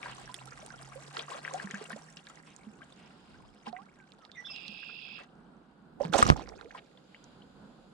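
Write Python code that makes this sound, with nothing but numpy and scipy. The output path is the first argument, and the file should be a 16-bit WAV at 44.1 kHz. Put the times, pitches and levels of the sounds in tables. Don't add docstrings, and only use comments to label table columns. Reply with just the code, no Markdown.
import sys
import numpy as np
from scipy import signal
from scipy.fft import rfft, irfft
from scipy.io import wavfile
from scipy.ndimage import uniform_filter1d

SR = 44100
rng = np.random.default_rng(int(sys.argv[2]) if len(sys.argv) > 2 else 0)


def store_pcm(level_fs):
    pcm = np.round(np.clip(level_fs, -1, 1) * 32767).astype(np.int16)
    wavfile.write(sys.argv[1], SR, np.atleast_2d(pcm).T)


N = 349713
TIME = np.arange(N) / SR
WHOLE = 0, TIME[-1]
GLIDE_END_S, CALM_S = 1.895, 4.95
SURGE_S, PATTER_S = 6.31, 6.404
ATTACK_S = 0.013

# (time [s], length [s], level [dB])
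WAVELETS = [(-0.006, 0.14, -47.5), (1.12, 0.14, -46), (1.268, 0.14, -44.5), (1.415, 0.11, -51),
            (1.479, 0.2, -48.5), (1.696, 0.19, -51.5), (1.889, 0.055, -47.5), (2.255, 0.17, -61.5),
            (2.804, 0.049, -63), (3.652, 0.052, -47.5), (4.27, 0.6, -66.5), (5.173, 0.091, -55.5),
            (6.734, 0.066, -52.5)]
# (pitch [Hz], level [dB])
GURGLE_PITCHES = [(250, -13.5), (500, 0.5), (900, 2.5), (1600, 0.5), (3000, -1), (5000, -5.5),
                  (8000, -39.5)]
# (pitch [Hz], level [dB])
BLOOP_PITCHES = [(380, -0.5), (600, -5), (1000, 1), (1800, 2), (3200, -6)]
# (pitch [Hz], level [dB])
TINKLE_PITCHES = [(2200, -13), (4000, 0.5), (6000, 9), (9000, 4)]
# (frequency [Hz], level [dB])
FIZZ_TONE = [(300, -4), (1500, 13.5), (3500, -5.5), (6000, -0.5), (9000, -1), (10500, -10.5), (12000, -33),
             (16000, -27.5)]
def trickle():
    resting = fade(CALM_S, db_per_s=16.5)
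    lapping = sum(amp(db) * swell(s, length) for s, length, db in WAVELETS)
    flow = amp(-55.5) * fade(GLIDE_END_S, db_per_s=90) + amp(-62.5) * resting
    fizzing = amp(-56.5) * fade(GLIDE_END_S, db_per_s=15.5) + amp(-73.5) * resting
    fizzing += amp(-67) * onset(PATTER_S) * fade(PATTER_S, db_per_s=28) + amp(-12) * lapping
    gurgle = flow * swarm(GURGLE_PITCHES, WHOLE, per_s=550, spread_db=2.5, side_db=-1.5, cycles=3.5)
    bloops = swarm(BLOOP_PITCHES, WHOLE, per_s=18, spread_db=-1, side_db=-2.5,
                   cycles=9.6, climb=.14, count=40)
    bloops *= amp(-8) * (flow + amp(1.5) * lapping)
    slosh = swarm(GURGLE_PITCHES, WHOLE, per_s=1800, spread_db=1.2, side_db=2, cycles=7, climb=.02)
    tinkle = swarm(TINKLE_PITCHES, WHOLE, per_s=90, spread_db=2.5, side_db=-8, cycles=9)
    fizz = fizzing * crackle(FIZZ_TONE, per_s=530) * sides(-1.5)
    pulsing = amp(-4.5 + 2 * wander(36))
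    return pulsing * (gurgle + fizz) + bloops + lapping * slosh + amp(-10) * fizzing * tinkle


# (time [s], level [dB], pitch [Hz], ring [cycles], upward swoop [0-1], left over right [dB])
BIG_BUBBLES = [(0.03, -29.5, 2280, 2.4, 0, 8), (0.058, -32, 1530, 3.9, 0.07, 6),
               (0.058, -35, 947, 7.2, 0.07, -2), (0.293, -41, 990, 16, 0.02, -16),
               (0.343, -33, 3370, 8.2, 0.04, -6), (0.388, -42, 2630, 9.9, 0.14, -8),
               (0.475, -44.5, 1300, 12, 0.12, -16), (0.523, -39.5, 1660, 2.5, 0.03, -6),
               (0.627, -44.5, 597, 7.1, 0.15, -4), (0.704, -38.5, 1510, 8.8, 0.04, -12),
               (0.739, -42, 1377, 9.1, 0.03, 3), (0.783, -51, 3280, 13, 0.03, 0),
               (0.957, -40, 524, 12, 0.12, -7), (1.166, -37, 1870, 7.3, 0.1, 8),
               (1.193, -24, 3340, 3, 0.01, 5), (1.317, -34.5, 1058, 11, 0.06, 13),
               (1.346, -39.5, 553, 8.3, 0.33, -10), (1.45, -25, 1850, 2.3, 0.06, 8),
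               (1.478, -26, 1670, 2.4, 0, 7), (1.531, -37.5, 533, 14, 0.14, -18),
               (1.543, -30, 730, 9.6, .04, 11), (1.599, -29, 1674, 4.4, 0.02, 5),
               (1.673, -34, 1720, 3.5, 0.03, 6), (1.71, -31.5, 1910, 2.7, 0.12, 13),
               (1.743, -28.5, 1570, 2.9, .03, 4), (1.752, -34.5, 1700, 10, 0.1, 5),
               (1.812, -38, 415, 3.9, 0.05, -7), (1.855, -41.5, 2670, 13, 0.22, 6),
               (1.904, -33, 1370, 2.3, 0.01, 8), (1.961, -39.5, 548, 5.3, 0.4, -7),
               (2.015, -49.5, 852, 5.6, 0.09, 4), (2.17, -41, 2730, 11, 0.28, 5),
               (2.192, -49.5, 2700, 13, 0.4, 4), (2.27, -45.5, 1673, 6.4, 0.01, 1),
               (2.299, -45.5, 1306, 8.1, 0.02, 7), (2.818, -43, 1520, 9.7, 0.16, 3),
               (2.924, -45.5, 3600, 5, 0, -6), (3.343, -53, 1480, 17, 0.1, 1),
               (3.436, -53, 883, 13, 0.4, 8), (3.667, -38, 817, 15.5, 0.02, -23),
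               (3.672, -46.5, 441, 3.2, 0, -12), (3.728, -37, 717, 26, 0.05, -18),
               (3.765, -36.5, 1986, 7.3, 0, -8), (3.788, -46, 1073, 22.5, 0.18, -11),
               (4.563, -42, 3020, 11, .03, 0), (4.829, -43.5, 1450, 8.2, 0.7, -5),
               (4.893, -43.5, 1360, 8.4, .05, 5), (6.002, -31.5, 679, 3.3, 0, -22),
               (6.007, -20, 563, 5.1, 0.02, -18), (6.035, -34, 911, 9.4, 0, -13),
               (6.128, -25.5, 1470, 5, 0.02, -11), (6.1362, -19.5, 3330, 3, 0.02, -12),
               (6.139, -18, 1305, 3, 0.02, -10), (6.143, -14.5, 744, 1.6, 0.03, -16),
               (6.148, -14.5, 624, 1.1, 0.12, -15), (6.155, -11, 560, 1.27, 0, -22),
               (6.181, -22.5, 929, 3.1, 0.06, -14), (6.191, -12, 645, 0.77, 0, -20),
               (6.218, -23, 3240, 3.6, 0.1, -7), (6.2262, -20.5, 1790, 2.4, 0, -8),
               (6.361, -30.5, 843, 3.3, .05, -15), (6.395, -29.5, 910, 1.7, 0, -23),
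               (6.611, -37.5, 1450, 2.9, 0.01, -14), (6.652, -43.5, 440, 7.7, 0.18, -3),
               (6.708, -40.5, 1570, 4.7, 0.5, -7), (6.749, -37.5, 984, 5.4, 0.04, -8),
               (6.974, -49.5, 3340, 6.7, 0.1, 1), (7.146, -39, 2100, 2, 0, 0.5),
               (7.42, -50.5, 2970, 11, 0.12, 1)]
# (time [s], level [dB], pitch [Hz])
HULL_GULPS = [(1.643, -36, 195), (1.736, -37, 199), (1.931, -41, 214), (2.668, -41.5, 214),
              (3.673, -40, 225), (3.815, -50.5, 191), (4.688, -45.5, 205), (6.049, -29.5, 165),
              (6.095, -31, 167), (6.187, -26.5, 240)]
def plops():
    out = np.zeros((2, N))
    for s, db, hz, cycles, rise, side_db in BIG_BUBBLES:
        lag = min(hz / 550, 2.4) * rng.uniform(0.22, 0.62)
        add(out, s, amp(db) * sides(side_db) * bubble(hz, cycles / hz, rise, lag))
        for when, softness, pitch, ring in rng.random((6, 4)):
            shed_hz = hz * 2 ** (1.6 * (pitch - .55))
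            shed = bubble(shed_hz, decay_s=.0017 * (.5 + ring), rise=0, lag=lag)
            gain = amp(db - 8 - 10 * (when + softness / 2))
            add(out, s + .022 * when, gain * sides(side_db / 2) * shed)
    for s, db, hz in HULL_GULPS:
        add(out, s, amp(db) * sides(-6.5) * bubble(hz, decay_s=0.019, rise=0))
    return out


# (time [s], hold [s], churn level [dB], spray level [dB])
SPLASH_SHEETS = [(5.996, 0.042, -41.5, -59.5), (6.121, 0.023, -32, -35), (6.168, 0.03, -34, -33),
                 (6.209, 0.0052, -42, -31.5), (6.263, 0.019, -34.5, -37), (6.352, 0.038, -47.5, -61)]
# (pitch [Hz], level [dB])
CHURN_PITCHES = [(250, 1.5), (550, 8), (900, 0.5), (1600, 0.5), (3000, -3.5), (6000, -7), (9000, -30)]
# (frequency [Hz], level [dB])
SPRAY_TONE = [(200, -1), (1000, 20), (2500, 9), (4500, 8), (7500, 1), (9500, -3), (11500, -17),
              (16000, -35)]
def splash():
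    span = SPLASH_SHEETS[0][0], SPLASH_SHEETS[-1][0] + .15
    churning, spraying = np.zeros((2, N))
    for s, hold, churn_db, spray_db in SPLASH_SHEETS:
        fall_s = s + ATTACK_S + hold
        churning += amp(churn_db) * onset(s) * fade(fall_s, db_per_s=325.5)
        spraying += amp(spray_db) * onset(s) * fade(fall_s, db_per_s=483)
    churn = swarm(CHURN_PITCHES, span, per_s=1100, spread_db=2.5, side_db=-10, cycles=3.5)
    shreds = evened(amp(3.5 * wander(110)))
    droplets = swarm(TINKLE_PITCHES, span, per_s=1500, spread_db=3, side_db=-10, cycles=7)
    spray = amp(-2.5) * crackle(SPRAY_TONE, per_s=810) * sides(-11) + amp(-7) * droplets
    return churning * churn + spraying * shreds * spray


def patter():
    bubbles = swarm(CHURN_PITCHES, WHOLE, per_s=400, spread_db=2, side_db=-8.5, cycles=4.24, climb=.076)
    return amp(-47) * onset(PATTER_S) * fade(PATTER_S, db_per_s=38) * bubbles


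# (time [s], crack [dB], ring [dB], thud [dB])
CAMERA_HITS = [(6.0514, -23, -50, -40), (6.2266, -9, -5, -17), (6.2545, -34, -36, -19),
               (6.2645, -23, -19, -28), (6.2896, -20, -26, -21), (6.3015, 1.5, -24, -5),
               (6.3152, -34, -28, -13), (6.3214, -27, -22, -19), (6.3285, -40, -34, -17)]
# (frequency [Hz], level [dB])
CRACK_TONE = [(200, -7), (1000, 3), (3000, -1), (6000, -9), (9000, -3), (12000, -18), (16000, -22)]
def camera_hits():
    cracks, rings = np.zeros((2, 2, N))
    t = np.arange(-88, 89) / SR
    build_s, flip_s = .00053, .00005
    snap = np.tanh(t / flip_s) * np.exp(-abs(t) / build_s)
    snap_pair = np.array([np.roll(snap, 3), -snap])
    for s, crack_db, ring_db, thud_db in CAMERA_HITS:
        add(cracks, s + t[0], amp(crack_db) * sides(-1.5) * snap_pair)
        spit = rng.standard_normal((2, 60)) * np.exp(-np.arange(60) / 14)
        add(cracks, s, amp(crack_db - 14) * sides(-10) * spit)
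        add(rings, s, amp(ring_db) * sides(0.85) * bubble(hz=1223, decay_s=.004, rise=0, lag=2.67))
        add(rings, s, amp(thud_db) * sides(-39) * bubble(hz=115.1, decay_s=.0025, rise=-.02))
    return colour(cracks, CRACK_TONE) + rings


# (frequency [Hz], level [dB])
PUSH_TONE = [(20, -24), (45, -14), (75, -15), (150, -3.5), (300, -2.5), (700, -22), (2000, -52.5)]
# (frequency [Hz], level [dB])
RUMBLE_TONE = [(15, -26), (28, -10.5), (45, 4), (70, -4.5), (150, -3), (300, -11), (700, -26.5),
               (2000, -67)]
def surge():
    rising = amp(81.5 * np.minimum(TIME - SURGE_S, 0))
    push = amp(-32) * fade(SURGE_S, db_per_s=422) * noise(PUSH_TONE)
    wake = amp(-40) * fade(SURGE_S, db_per_s=73) * noise(RUMBLE_TONE)
    return rising * (push + wake) * sides(-6.5)


# (time [s], level [dB], pitch [Hz])
DRIPS = [(0.149, -42, 8900), (0.3428, -27, 9450), (0.457, -38, 9500), (0.663, -33.5, 9200),
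         (0.7035, -50, 5030), (1.1688, -36, 4240), (1.5379, -31, 7120), (1.711, -36, 6800),
         (1.7463, -39, 6850), (1.841, -40, 7950), (1.929, -51, 4040), (2.1707, -43, 5390),
         (2.269, -47, 3800), (2.357, -49, 6530), (2.5637, -40, 7180), (3.728, -55, 4060), (4.12, -50, 3650),
         (4.251, -47, 3780), (4.317, -45, 3850), (4.562, -39, 3450), (4.681, -37.5, 3970),
         (6.1836, -18, 7410), (6.1917, -25, 8500), (6.228, -20, 7970), (6.2678, -28.5, 6000),
         (6.2898, -28, 5090), (6.368, -45, 6100), (6.4906, -42.5, 5500), (6.612, -48.5, 3800),
         (7.2418, -48, 6500)]
# (frequency [Hz], boost [dB])
DRIP_TONE = [(200, 7), (1500, 2.5), (4000, 12), (8500, 2.5), (11500, -6.5), (16000, -25)]
def drips():
    out, t = np.zeros((2, N)), np.arange(400) / SR
    for s, db, hz in DRIPS:
        add(out, s, amp(db) * bubble(hz, decay_s=.0003, rise=0, lag=0.56))
        add(out, s, amp(db - 14.5) * rng.standard_normal((2, len(t))) * np.exp(-t / 0.0015))
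    return colour(out, DRIP_TONE) * sides(-8)


# (time [s], length [s], middle frequency [Hz], level [dB])
HULL_SWISHES = [(0.025, 0.13, 1680, -53), (2.445, 0.11, 2600, -63), (2.942, 0.18, 2440, -65.5),
                (3.647, 0.039, 2980, -61), (5.19, 0.041, 1910, -56), (6.359, 0.053, 3580, -57.5),
                (6.77, 0.031, 2530, -52.5)]
def swishes():
    out = np.zeros((2, N))
    for s, length, hz, db in HULL_SWISHES:
        size = int(length * SR)
        octaves_away = np.log2(np.fft.rfftfreq(size, 1 / SR) / hz + 1e-6)
        band = np.exp(-(octaves_away / .45) ** 2 / 2)
        rush = rng.standard_normal(size) + .6 * rng.standard_normal((2, size))
        hiss = evened(irfft(rfft(rush) * band, size))
        add(out, s, amp(db) * hiss * signal.windows.tukey(size, .6))
    return out * sides(-0.76)


# (time [s], length [s], first pitch [Hz], last pitch [Hz], level [dB])
BLACKBIRD_NOTES = [(3.976, 0.07, 1680, 1450, -59), (4.181, 0.1, 1430, 1140, -59.5),
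                   (4.313, 0.06, 3500, 3720, -59.5), (4.344, 0.055, 2203, 1876, -48.5),
                   (4.364, 0.055, 1875, 2046, -45.5), (4.354, 0.074, 5920, 5640, -60),
                   (4.441, 0.039, 3350, 3700, -41), (4.457, 0.038, 3780, 3100, -47),
                   (4.449, 0.035, 5190, 5360, -52), (4.479, 0.06, 2716, 2593, -44),
                   (4.495, 0.038, 5110, 5060, -41.5)]
# (time [s], length [s], chirps [per s], first pitch [Hz], last pitch [Hz], level [dB])
FAR_TWITTERS = [(2.983, .63, 26, 5320, 4760, -71)]
def bird_notes():
    out = np.zeros((2, N))
    for s, length, first_hz, last_hz, db in BLACKBIRD_NOTES:
        note = whistle(length, first_hz, last_hz, waver=.001, buzz=first_hz / 8500)
        add(out, s, amp(db + 2) * sides(-8) * note)
    for s, length, per_s, first_hz, last_hz, db in FAR_TWITTERS:
        for start in np.arange(0, length, 1 / per_s):
            add(out, s + start, amp(db) * whistle(.6 / per_s, first_hz, last_hz, waver=.01, buzz=.4))
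    return amp(-2.5) * bank_echo(out, tail_s=.24, echo_db=-1.5)


# (time [s], length [s], pitch [factor], level [dB])
BLACKBIRD_TRILLS = [(4.532, 0.664, 1.011, -42.5)]
# (middle [beats], length [beats], first pitch [Hz], last pitch [Hz], level [dB])
BEAT_CHIRPS = [(.2, .6, 4050, 2850, -6), (.62, .85, 2500, 2790, 0), (.55, .55, 5200, 4800, -10.5),
               (.92, .36, 5200, 3800, -10.5)]
def blackbird_trill(beats_per_s=66.4):
    out = np.zeros((2, N))
    for s, length, pitch, db in BLACKBIRD_TRILLS:
        for start in np.arange(0, length, 1 / beats_per_s):
            sag = pitch * (1 - .025 * start)
            ending = min((length - start) / .03, 1)
            for middle, width, first_hz, last_hz, chirp_db in BEAT_CHIRPS:
                chirp = whistle(width / beats_per_s, first_hz * sag, last_hz * sag, waver=.013, buzz=.42)
                late, louder_db = rng.standard_normal(2) * (.035, 1.1)
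                when = s + start + (middle + late - width / 2) / beats_per_s
                add(out, when, ending * amp(db + chirp_db + louder_db) * sides(-11.5) * chirp)
    return amp(-2) * bank_echo(out, tail_s=.16, echo_db=-.5)


# (time [s], pitch [Hz], level [dB])
ENGINE_HUM = [(0, 129.3, -61), (.12, 130.9, -49.5), (.27, 130, -60.5), (.5, 132.7, -48), (.7, 135.1, -61.5),
              (.83, 136.8, -51), (1.35, 147, -55), (2.1, 159.9, -56), (2.599, 162.2, -66)]
def engine():
    s, hz, db = np.transpose(ENGINE_HUM)
    pitch = np.interp(TIME, s, hz) * (1 + .012 * wander(12))
    fading = amp(2.5 * wander(12) - 2.5)
    loudness = amp(np.interp(TIME, s, db, left=-200, right=-200))
    return fading * loudness * np.sin(2 * np.pi * np.cumsum(pitch) / SR) * sides(-5)


# (frequency [Hz], level [dB])
WET_TONE = [(250, -9), (520, 23), (900, -13), (3600, 3), (5000, 0), (5700, -12), (7000, -2.5), (9600, -20),
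            (10600, -9.5), (12500, -30.5)]
def wet_hiss():
    return amp(-67) * onset(SURGE_S) * noise(WET_TONE) * sides(-0.79)


# (time [s], length [s], breeze level [dB], far hiss level [dB])
BACKGROUND_SWELLS = [(0, 0.34, -59, -59.5), (0.316, 0.86, -62.5, -77), (2.763, 0.74, -88, -70.5),
                     (3.24, 0.34, -60.5, -94), (7.01, 0.45, -87, -70.5), (7.337, 0.64, -70.5, -81.5)]
# (frequency [Hz], level [dB])
FAR_HISS_TONE = [(300, -31), (1000, 2), (2200, -3), (3200, 1), (5000, -4.5), (5600, -24), (7000, -12.5),
                 (8500, -21), (11000, -29), (13000, -45.5), (16000, -31.5)]
def breeze_and_far_hiss():
    rumble = sum(amp(db) * swell(s, length) for s, length, db, _ in BACKGROUND_SWELLS)
    hiss = amp(-77) + sum(amp(db) * swell(s, length) for s, length, _, db in BACKGROUND_SWELLS)
    return rumble * noise(RUMBLE_TONE) * sides(-1.3) + hiss * noise(FAR_HISS_TONE) * sides(-0.79)


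# (frequency [Hz], level [dB])
AIR_TONE = [(15, -50), (25, -9), (93, -11.5), (118, -18.5), (135, -1.5), (213, 1.5), (309, -6), (604, -14),
            (769, -11), (1240, -16.5), (1460, -12.5), (2020, -34), (6540, -52.5), (8550, -43), (15000, -75)]
# (frequency [Hz], likeness [0-1])
AIR_LIKENESS = [(60, 0.79), (180, 0.92), (550, 0.73), (1650, 0.098), (4970, 0.26), (15000, 0.29)]
# (frequency [Hz], left over right [dB])
AIR_BALANCE = [(60, -4.5), (180, -2.5), (550, -7), (1650, 2.5), (4970, -9), (15000, -5)]
# (time [s], gain [dB])
CAMERA_GAIN = [(0, -1), (2.1, -2.5), (3.4, 0), (3.9, -3), (5.4, 1), (6.3, 1.5), (6.85, -6.5), (7.4, 1.5),
               (7.93, 0.5)]
def open_air():
    hz = np.fft.rfftfreq(N, 1 / SR)
    shared, separate = rfft(noise(AIR_TONE))
    same, lean = read(AIR_LIKENESS, hz), amp(read(AIR_BALANCE, hz) / 2)
    right = same * shared + np.sqrt(1 - same ** 2) * separate
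    wash = evened(irfft(np.array([shared * lean, right / lean]), N))
    gain_db = np.interp(TIME, *np.transpose(CAMERA_GAIN))
    return amp(-57 + gain_db) * wash * amp(1.6 * wander(9) - 1.5)


def bubble(hz, decay_s, rise, lag=0):
    age = np.arange(int(7 * decay_s * SR) + 8) / SR / decay_s
    pinch_off = min(.4, .6 / (hz * decay_s))
    swing = (1 - np.exp(-age / pinch_off)) * np.exp(-age)
    pitch = hz * (1 + rise * np.minimum(age, 3.5) ** 2 / 2)
    phase = 2 * np.pi * np.cumsum(pitch) / SR
    return swing / swing.max() * np.sin(phase + np.array([[lag], [0]]))


def swarm(pitches, span, per_s, spread_db, side_db, cycles, climb=0.021, count=90):
    out, length = np.zeros((2, N)), span[1] - span[0]
    for hz in np.geomspace(pitches[0][0], pitches[-1][0], count):
        ring, rise, place, lag = rng.random(4)
        decay_s = min(cycles * (.3 + 1.4 * ring ** 2) / hz, .012)
        shape = bubble(hz, decay_s, climb + .14 * (rise - .5), 2.5 * lag)
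        shape *= sides(side_db + 20 * (place - .5)) * amp(read(pitches, hz)) / np.sqrt(decay_s)
        scatter = np.random.default_rng(rng.integers(2 ** 31))
        for when, size in scatter.random((int(per_s * length / count), 2)):
            add(out, span[0] + when * length, shape * amp(spread_db * min(-np.log(1 - size), 3)))
    return evened(out) * np.sqrt(length * SR / N)


def crackle(tone, per_s):
    sizes = amp(3.2 * np.minimum(rng.exponential(1, N), 3.5)) * (rng.random(N) < per_s / SR)
    burst = rng.standard_normal((2, 64)) * np.exp(-np.arange(64) / 10)
    pops = signal.oaconvolve(sizes * rng.standard_normal((2, N)), burst, axes=1)[:, :N]
    return evened(.6 * evened(colour(pops, tone)) + noise(tone))


def whistle(length, first_hz, last_hz, waver, buzz):
    size = int(length * SR)
    hz = np.linspace(first_hz, last_hz, size) * (1 + waver * rng.standard_normal())
    quiver = evened(uniform_filter1d(uniform_filter1d(rng.standard_normal(size), 70), 40))
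    return np.sin(2 * np.pi * np.cumsum(hz) / SR + buzz * quiver) * signal.windows.tukey(size, .7)


def bank_echo(x, tail_s, echo_db):
    t = np.arange(SR // 2) / SR
    tail = rng.standard_normal((2, len(t))) * amp(-60 * t / tail_s) * (t > .002)
    return x + amp(echo_db) * signal.oaconvolve(x, tail / np.linalg.norm(tail[0]), axes=1)[:, :N]


def amp(db):
    return 10 ** (np.asarray(db) / 20)


def evened(x):
    return x / np.sqrt(np.mean(x ** 2) + 1e-20)


def read(points, hz):
    f, value = np.transpose(points)
    return np.interp(np.log(hz + 1), np.log(f + 1), value)


def sides(side_db):
    return evened(amp([[side_db / 2], [-side_db / 2]]))


def colour(x, tone):
    return irfft(rfft(x) * amp(read(tone, np.fft.rfftfreq(N, 1 / SR))), N)


def noise(tone):
    return evened(colour(rng.standard_normal((2, N)), tone))


def add(mix, s, sound):
    part = mix[:, max(round(s * SR), 0):][:, :sound.shape[-1]]
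    part += sound[..., :part.shape[1]]


def wander(hz):
    smoothing = np.exp(-(np.fft.rfftfreq(N, 1 / SR) / hz) ** 2)
    return evened(irfft(rfft(rng.standard_normal(N)) * smoothing, N))


def swell(s, length):
    out = np.zeros((1, N))
    add(out, s, signal.windows.tukey(int(length * SR), .6))
    return out[0]


def fade(s, db_per_s):
    return amp(-db_per_s * np.maximum(TIME - s, 0))


def onset(s):
    return np.clip((TIME - s) / ATTACK_S, 0, 1)


def scene():
    water = trickle() + plops() + splash() + patter() + surge() + drips() + swishes()
    near = bank_echo(water, tail_s=.033, echo_db=-9.5) + camera_hits()
    birds = bird_notes() + blackbird_trill()
    return near + birds + engine() + wet_hiss() + breeze_and_far_hiss() + open_air()


def record(dry):
    overloaded = np.clip(dry, -.86, .86)
    bass_cut = signal.butter(2, 30, "highpass", fs=SR, output="sos")
    treble_cut = signal.firwin(511, 15800, window=("kaiser", 9), fs=SR)
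    return signal.oaconvolve(signal.sosfilt(bass_cut, overloaded), treble_cut[None], "same")


dry = scene()
out = record(dry)
store_pcm(out)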